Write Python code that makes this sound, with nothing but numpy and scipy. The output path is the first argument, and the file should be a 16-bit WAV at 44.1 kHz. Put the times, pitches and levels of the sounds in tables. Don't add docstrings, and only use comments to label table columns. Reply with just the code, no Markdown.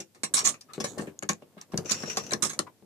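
import sys
import numpy as np
from scipy import signal
from scipy.io import wavfile
from scipy.ndimage import uniform_filter1d

SR = 44100
rng = np.random.default_rng(int(sys.argv[2]) if len(sys.argv) > 2 else 0)


def put_to_file(sound):
    columns = np.atleast_2d(sound).T
    safe = np.clip(columns, -1, 1)
    whole_steps = np.round(safe * 32767)
    wavfile.write(sys.argv[1], SR, whole_steps.astype(np.int16))


N = 125685
TIME = np.arange(N) / SR

# (frequency [Hz], level [dB])
ROOM_COLOUR = [(30, -29), (65, -18.5), (105, 0.5), (420, -10.5), (700, -22.5), (1600, -17), (6200, -17.5),
               (14500, -19.5)]
SKIN_COLOUR = [(30, -16), (70, -14), (110, 3.5), (200, 5), (480, 2), (750, -5), (1200, -12), (3000, -28),
               (12000, -28.5)]
SLIP_COLOUR = [(200, -59), (1200, -4.5), (2000, -6.5), (2750, -0.5), (3500, -11), (4800, -2), (6000, -4.5),
               (7100, -2), (8500, -15), (13000, -26)]
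DIAL_COLOUR = [(100, -26.5), (400, -19.5), (780, -2.5), (950, -1), (1170, 5.5), (1400, -6.5), (1650, 1.5),
               (1950, -2.5), (2500, -4), (3200, -11.5), (14000, -29.5)]
METAL_COLOUR = [(500, -61), (2000, -37), (3100, -12.5), (4100, -1), (5000, -6), (6500, -2), (9200, -5),
                (11000, -13.5), (13000, -20.5), (14500, -31)]
# (frequency [Hz], ring time [s])
ROOM_RING_TIMES = [(150, 0.042), (400, 0.16), (1000, 0.08), (2800, 0.1), (7300, 0.11), (14000, 0.077)]
# (time [s], level [dB])
RUB_LEVELS = [(.1, -72.5), (.3, -57), (.36, -51.5), (0.496, -43), (.62, -69.5), (.8, -51.5), (1.053, -45),
              (1.159, -62), (1.5, -63.5), (1.679, -66.5), (1.76, -42.5), (1.85, -47), (2.48, -48),
              (2.65, -52.5), (2.75, -67)]
# (time [s], length [s], level [dB], pitch [Hz], glide [Hz/s])
FINGER_SQUEAKS = [(0.684, .042, -50, 1260, -800), (2.665, .016, -42, 1150, -18000)]
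# (time [s], level [dB], pitch that the spot favours [Hz])
CASE_KNOCKS = [(0.001, -46, 292), (0.157, -60.5, 380), (0.235, -39, 230), (0.343, -44, 152),
               (0.780, -35.5, 350), (0.806, -34.5, 238), (0.843, -34.5, 580), (0.912, -53, 384),
               (0.975, -38.5, 390), (0.993, -35, 195), (1.023, -43.5, 305), (1.074, -41, 336),
               (1.228, -40, 284), (1.297, -33, 190), (1.423, -51, 628), (1.569, -49.5, 177),
               (1.736, -37, 215), (1.743, -32, 170), (1.785, -33.5, 126), (1.852, -44.5, 350),
               (1.913, -37, 224), (2.004, -47.5, 470), (2.036, -36.5, 204), (2.079, -42, 503),
               (2.173, -35.5, 520), (2.323, -35, 440), (2.341, -34.5, 220), (2.43, -39, 275),
               (2.455, -39.5, 329), (2.594, -36, 297), (2.825, -55, 223.5)]
# (pitch [Hz], level [dB], ring time [s])
CASE_NOTES = [(98, -9.5, 0.3), (141, -2, 0.074), (162, -3, 0.15), (213, 2.5, 0.13), (416.3, 0, 0.056),
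              (310.8, -8, 0.2), (378, -4, 0.14), (475.5, 2, 0.12), (530, 1, 0.025), (583.7, 3.5, 0.043),
              (773, -10.5, 0.055)]
# (time [s], level [dB], ringing pitch [Hz])
CREAK_PATH = [(1.84, -63, 5800), (1.882, -40.5, 5860), (1.955, -39, 5540), (2.02, -46, 5520),
              (2.159, -44, 5870), (2.22, -51.5, 5600), (2.3, -57, 6000)]
# (time [s], level [dB], pitch [Hz])
TOOTH_TICKS = [(1.1905, -26.5, 6700), (1.2335, -27.5, 6700), (1.3326, -28, 7000), (1.6138, -33, 5930),
               (2.267, -34, 6200)]
# (pitch [Hz], level [dB])
HAND_NOTES = [(4459, -14), (5337, -4), (5630, 11.5), (6140, -3), (6771, -7.5), (7135, 5), (7650, 4.5),
              (8258, 1.5), (9200, -3.5)]
# (time [s], rise [s], hold [s], fade [s], metal level [dB],
# dial level [dB], side [dB], brightest frequency [Hz])
HAND_CHATTERS = [(0.352, 0.022, 0.022, 0.016, -30.5, -34, -15, 7150),
                 (0.439, 0.015, 0.019, 0.017, -21.5, -32.5, -5.5, 6800),
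                 (0.472, 0.0081, 0.013, 0.012, -29.5, -52.5, -11.5, 8400),
                 (0.86, 0.013, 0.022, 0.032, -47, -75, -10.5, 7300),
                 (2.429, 0.0088, 0.0057, 0.011, -35.5, -56, 3, 6200)]
# (time [s], metal level [dB], dial level [dB], fade [s], side [dB],
# brightest frequency [Hz])
HAND_CLICKS = [(0.001, -35, -41.5, 0.0098, 1, 5860), (0.147, -54.5, -56, 0.017, 0, 5560),
               (0.233, -22.5, -30.5, 0.0099, -3.5, 8500), (0.3378, -14.5, -34, 0.017, -3.5, 8750),
               (0.366, -26, -49, 0.019, 8.5, 5700), (0.54, -42.5, -40, 0.0051, 3, 6300),
               (0.609, -41.5, -56.5, 0.0083, 3.5, 5000), (0.7332, -40, -48, 0.019, 0, 3850),
               (0.801, -29, -38, 0.011, 4, 5850), (0.840, -25, -31, 0.012, -0.5, 6050),
               (0.980, -38.5, -36.5, 0.017, 1, 5730), (1.01, -47.5, -57, 0.019, -12, 7800),
               (1.069, -57, -47, 0.013, -13, 7140), (1.224, -41, -31, 0.0035, 24.5, 5960),
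               (1.2894, -20, -26.5, 0.012, 1.5, 6480), (1.419, -75.5, -53.5, 0.0076, 10.5, 5000),
               (1.576, -76, -50.5, 0.026, 11, 5030), (1.611, -39, -49, 0.0085, -2.5, 6570),
               (1.719, -48.5, -44.5, 0.01, 0, 5820), (1.7749, -15, -30.5, 0.0028, -1.5, 5730),
               (1.908, -22, -33, 0.014, -2.5, 4930), (1.917, -19, -29.5, 0.0068, -15, 7240),
               (2.034, -35, -30, 0.003, -7, 4070), (2.169, -21.5, -24.5, 0.0081, -5, 6130),
               (2.307, -32.5, -36.5, 0.0091, 1, 4250), (2.318, -26, -29.5, 0.0057, 0.5, 7100),
               (2.3338, -13.5, -22, 0.0017, 5.5, 5570), (2.4221, -19.5, -30, 0.022, -11, 7300),
               (2.448, -23.5, -37.5, 0.015, -0.5, 5600), (2.495, -32, -40, 0.016, -10.5, 6500),
               (2.532, -33.5, -44, 0.01, 0.5, 6530), (2.59, -13, -20.5, 0.0029, 3.5, 6000)]

LIKENESS = 0.15
METAL_ECHO_DB, DIAL_ECHO_DB = -11.5, 0


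def amp(db):
    return 10 ** (np.asarray(db) / 20)


def unit(x):
    return x / np.sqrt(np.sum(x ** 2, -1, keepdims=True) + 1e-20)


def read(points, hz):
    row_hz, value = np.transpose(points)
    return np.interp(np.log(hz + 1), np.log(row_hz), value)


def add(mix, start_s, sound):
    part = mix[:, max(round(start_s * SR), 0):][:, :sound.shape[1]]
    part += sound[:, :part.shape[1]]


def pan(db):
    return amp(np.array([[db / 2], [-db / 2]]))


def through(x, response):
    return signal.fftconvolve(np.atleast_2d(x), np.atleast_2d(response), axes=1)[:, :x.shape[-1]]


def bump(hz, centre_hz, octaves):
    return np.exp(-(np.log2(hz / centre_hz) / octaves) ** 2)


def colour(points, bright_hz=None):
    hz = abs(np.fft.fftfreq(2048, 1 / SR))
    db = read(points, hz)
    if bright_hz:
        db = db + 9.5 * bump(hz + 1, bright_hz, octaves=0.23)
    spectrum = np.exp(np.conj(signal.hilbert(np.log(amp(db)))))
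    return unit(np.fft.ifft(spectrum).real)


def noise(size, likeness=LIKENESS):
    left, other = rng.standard_normal((2, size))
    return np.array([left, likeness * left + np.sqrt(1 - likeness ** 2) * other])


def burst(t, fade_s, likeness=LIKENESS):
    return noise(len(t), likeness) * np.exp(-t / fade_s)


def impacts(envelope, per_s):
    size = len(envelope)
    hits = rng.random(size) < per_s / SR
    strength = amp(2.5 * np.minimum(rng.exponential(1, size), 3))
    return unit(noise(size, likeness=0.8) * hits * strength * envelope) * np.linalg.norm(envelope)


def scatter(x, fade_s, likeness=LIKENESS):
    return through(x, unit(burst(TIME[:SR // 50], fade_s, likeness)))


def room(x, echo_db):
    hz, t, spectrum = signal.stft(rng.standard_normal((2, SR // 2)), SR, nperseg=256)
    fade = amp(-60 * t / read(ROOM_RING_TIMES, hz)[:, None])
    rise = np.minimum(t / 0.002, 1)
    tail = signal.istft(spectrum * fade * rise, SR, nperseg=256)[1]
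    return x + amp(echo_db) * through(x, unit(tail))


def room_tone():
    return amp(-67) * through(rng.standard_normal((2, N)), colour(ROOM_COLOUR))


def finger_rubs():
    times, db = np.transpose(RUB_LEVELS)
    grains = impacts(np.ones(N), per_s=5000) * amp(np.interp(TIME, times, db))
    return through(grains, colour(SKIN_COLOUR)) * pan(db=2)


def finger_squeaks():
    out = np.zeros((2, N))
    for start, length, db, hz, glide in FINGER_SQUEAKS:
        t = TIME[:round(length * SR)]
        wobble = 500 * uniform_filter1d(rng.standard_normal(len(t)), 20)
        tone = np.sin(2 * np.pi * np.cumsum(hz + glide * t + wobble) / SR)
        rasp = through(noise(len(t)), colour(DIAL_COLOUR))
        swell = np.sin(np.pi * t / length)
        add(out, start, amp(db) * pan(db=4) * swell * (tone + amp(-12) * rasp))
    return room(out, DIAL_ECHO_DB)


def case_knocks(detune=0.035, contact_s=0.000037):
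    out, t = np.zeros((2, N)), TIME[:SR // 4]
    push = t * np.exp(-t / contact_s)
    for start, db, spot_hz in CASE_KNOCKS:
        ring = np.zeros(len(t))
        for hz, note_db, ring_s in CASE_NOTES:
            favour_db = 7.5 * bump(hz, spot_hz, octaves=0.44)
            shifted_hz = hz * (1 + detune * rng.standard_normal())
            wave = rng.choice([-1, 1]) * np.cos(2 * np.pi * shifted_hz * t)
            ring += amp(note_db + favour_db - 60 * t / ring_s) * wave
        thud = through(burst(t, fade_s=0.014, likeness=0.58), colour(SKIN_COLOUR))
        knock = through(unit(ring) + amp(-8) * unit(thud), push)
        add(out, start, amp(db) * unit(knock) * np.sqrt(0.031 * SR))
    return room(out * pan(db=3.5), echo_db=-8)


def clutch_creak(slips_per_s=240, width_hz=450):
    times, db, hz = np.transpose(CREAK_PATH)
    scrapes, t = np.zeros((2, N)), TIME[:SR // 100]
    gap_luck, size_luck = rng.standard_normal((120, 2)).T
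    starts = times[0] + np.cumsum(np.exp(0.14 * gap_luck)) / slips_per_s
    for start, size in zip(starts, amp(6.9 * size_luck)):
        slip = unit(burst(t, fade_s=0.0021, likeness=0.23))
        add(scrapes, start, size * slip * np.sqrt(SR / slips_per_s))
    scrapes *= amp(np.interp(TIME, times, db)) * (TIME < times[-1])
    shift = np.exp(2j * np.pi * np.cumsum(np.interp(TIME, times, hz)) / SR)
    smoothing = unit(t * np.exp(-np.pi * width_hz * t))
    squeal = np.sqrt(2) * (shift * through(scrapes / shift, smoothing)).real
    rasp = through(scrapes, colour(SLIP_COLOUR))
    return room(amp(-8.5) * (squeal * pan(db=6) + rasp * pan(db=2.5)), echo_db=1.5)


def gear_ticks(fade_s=0.00055):
    out, t = np.zeros((2, N)), TIME[:SR // 100]
    for start, db, hz in TOOTH_TICKS:
        snap = through(burst(t, fade_s), colour(METAL_COLOUR))
        envelope = t / fade_s * np.exp(1 - t / fade_s)
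        ring = envelope * np.sin(2 * np.pi * hz * t)
        add(out, start, amp(db) * (ring + amp(-5) * snap))
    return room(out, echo_db=-20)


def singing_hand(start_s=0.444, length_s=0.042, pitch_hz=6790):
    out, t = np.zeros((2, N)), TIME[:round(length_s * SR)]
    flutter = 1 + 0.5 * through(rng.standard_normal(len(t)), unit(np.hanning(SR // 300)))
    swell = np.sin(np.pi * t / length_s)
    tone = np.sin(2 * np.pi * (pitch_hz * t + rng.random((2, 1))))
    add(out, start_s, amp(-23.5) * pan(db=-12) * swell * flutter * tone)
    return room(out, METAL_ECHO_DB)


def loose_hands(click_hits_per_s=7000, chatter_hits_per_s=2000, ring_s=0.075, gripped_at_s=0.7):
    metal, dial, t = np.zeros((2, N)), np.zeros((2, N)), TIME[:SR // 6]
    showers = []
    for start, metal_db, dial_db, fade, side_db, bright_hz in HAND_CLICKS:
        envelope = np.minimum(t / 0.00098, 1) * np.exp(-t / fade)
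        showers.append((start, envelope, click_hits_per_s, metal_db, dial_db, side_db, bright_hz))
    for start, rise, hold, fade, metal_db, dial_db, side_db, bright_hz in HAND_CHATTERS:
        envelope = np.minimum(t / rise, 1) * np.exp(-np.maximum(t - rise - hold, 0) / fade)
        showers.append((start, envelope, chatter_hits_per_s, metal_db, dial_db, side_db, bright_hz))
    for start, envelope, per_s, metal_db, dial_db, side_db, bright_hz in showers:
        metal_hits = scatter(impacts(envelope, per_s), fade_s=0.0011)
        clink = through(metal_hits, colour(METAL_COLOUR, bright_hz))
        add(metal, start, amp(metal_db) * pan(side_db) * clink)
        dial_hits = scatter(impacts(envelope, per_s), fade_s=0.0012, likeness=-0.3)
        add(dial, start, amp(dial_db) * pan(db=2) * dial_hits)
    notes = sum(amp(db) * np.sin(2 * np.pi * (hz * t + rng.random((2, 1)))) for hz, db in HAND_NOTES)
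    ring = unit(notes * amp(-60 * t / ring_s))
    metal += amp(-15) * through(metal * (TIME < gripped_at_s), ring)
    dial = through(dial, colour(DIAL_COLOUR))
    return room(metal, METAL_ECHO_DB) + room(dial, DIAL_ECHO_DB)


def scene():
    hush = room_tone()
    clock = loose_hands() + singing_hand() + gear_ticks() + case_knocks() + clutch_creak()
    return hush + clock + finger_rubs() + finger_squeaks()


def record(dry, low_hz=22, high_hz=14700):
    thinned = signal.lfilter(*signal.butter(1, low_hz, "high", fs=SR), dry)
    treble_cut = signal.firwin(255, high_hz, window=("kaiser", 8), fs=SR)
    return signal.oaconvolve(thinned, treble_cut[None], "same")


dry = scene()
out = record(dry)
put_to_file(out)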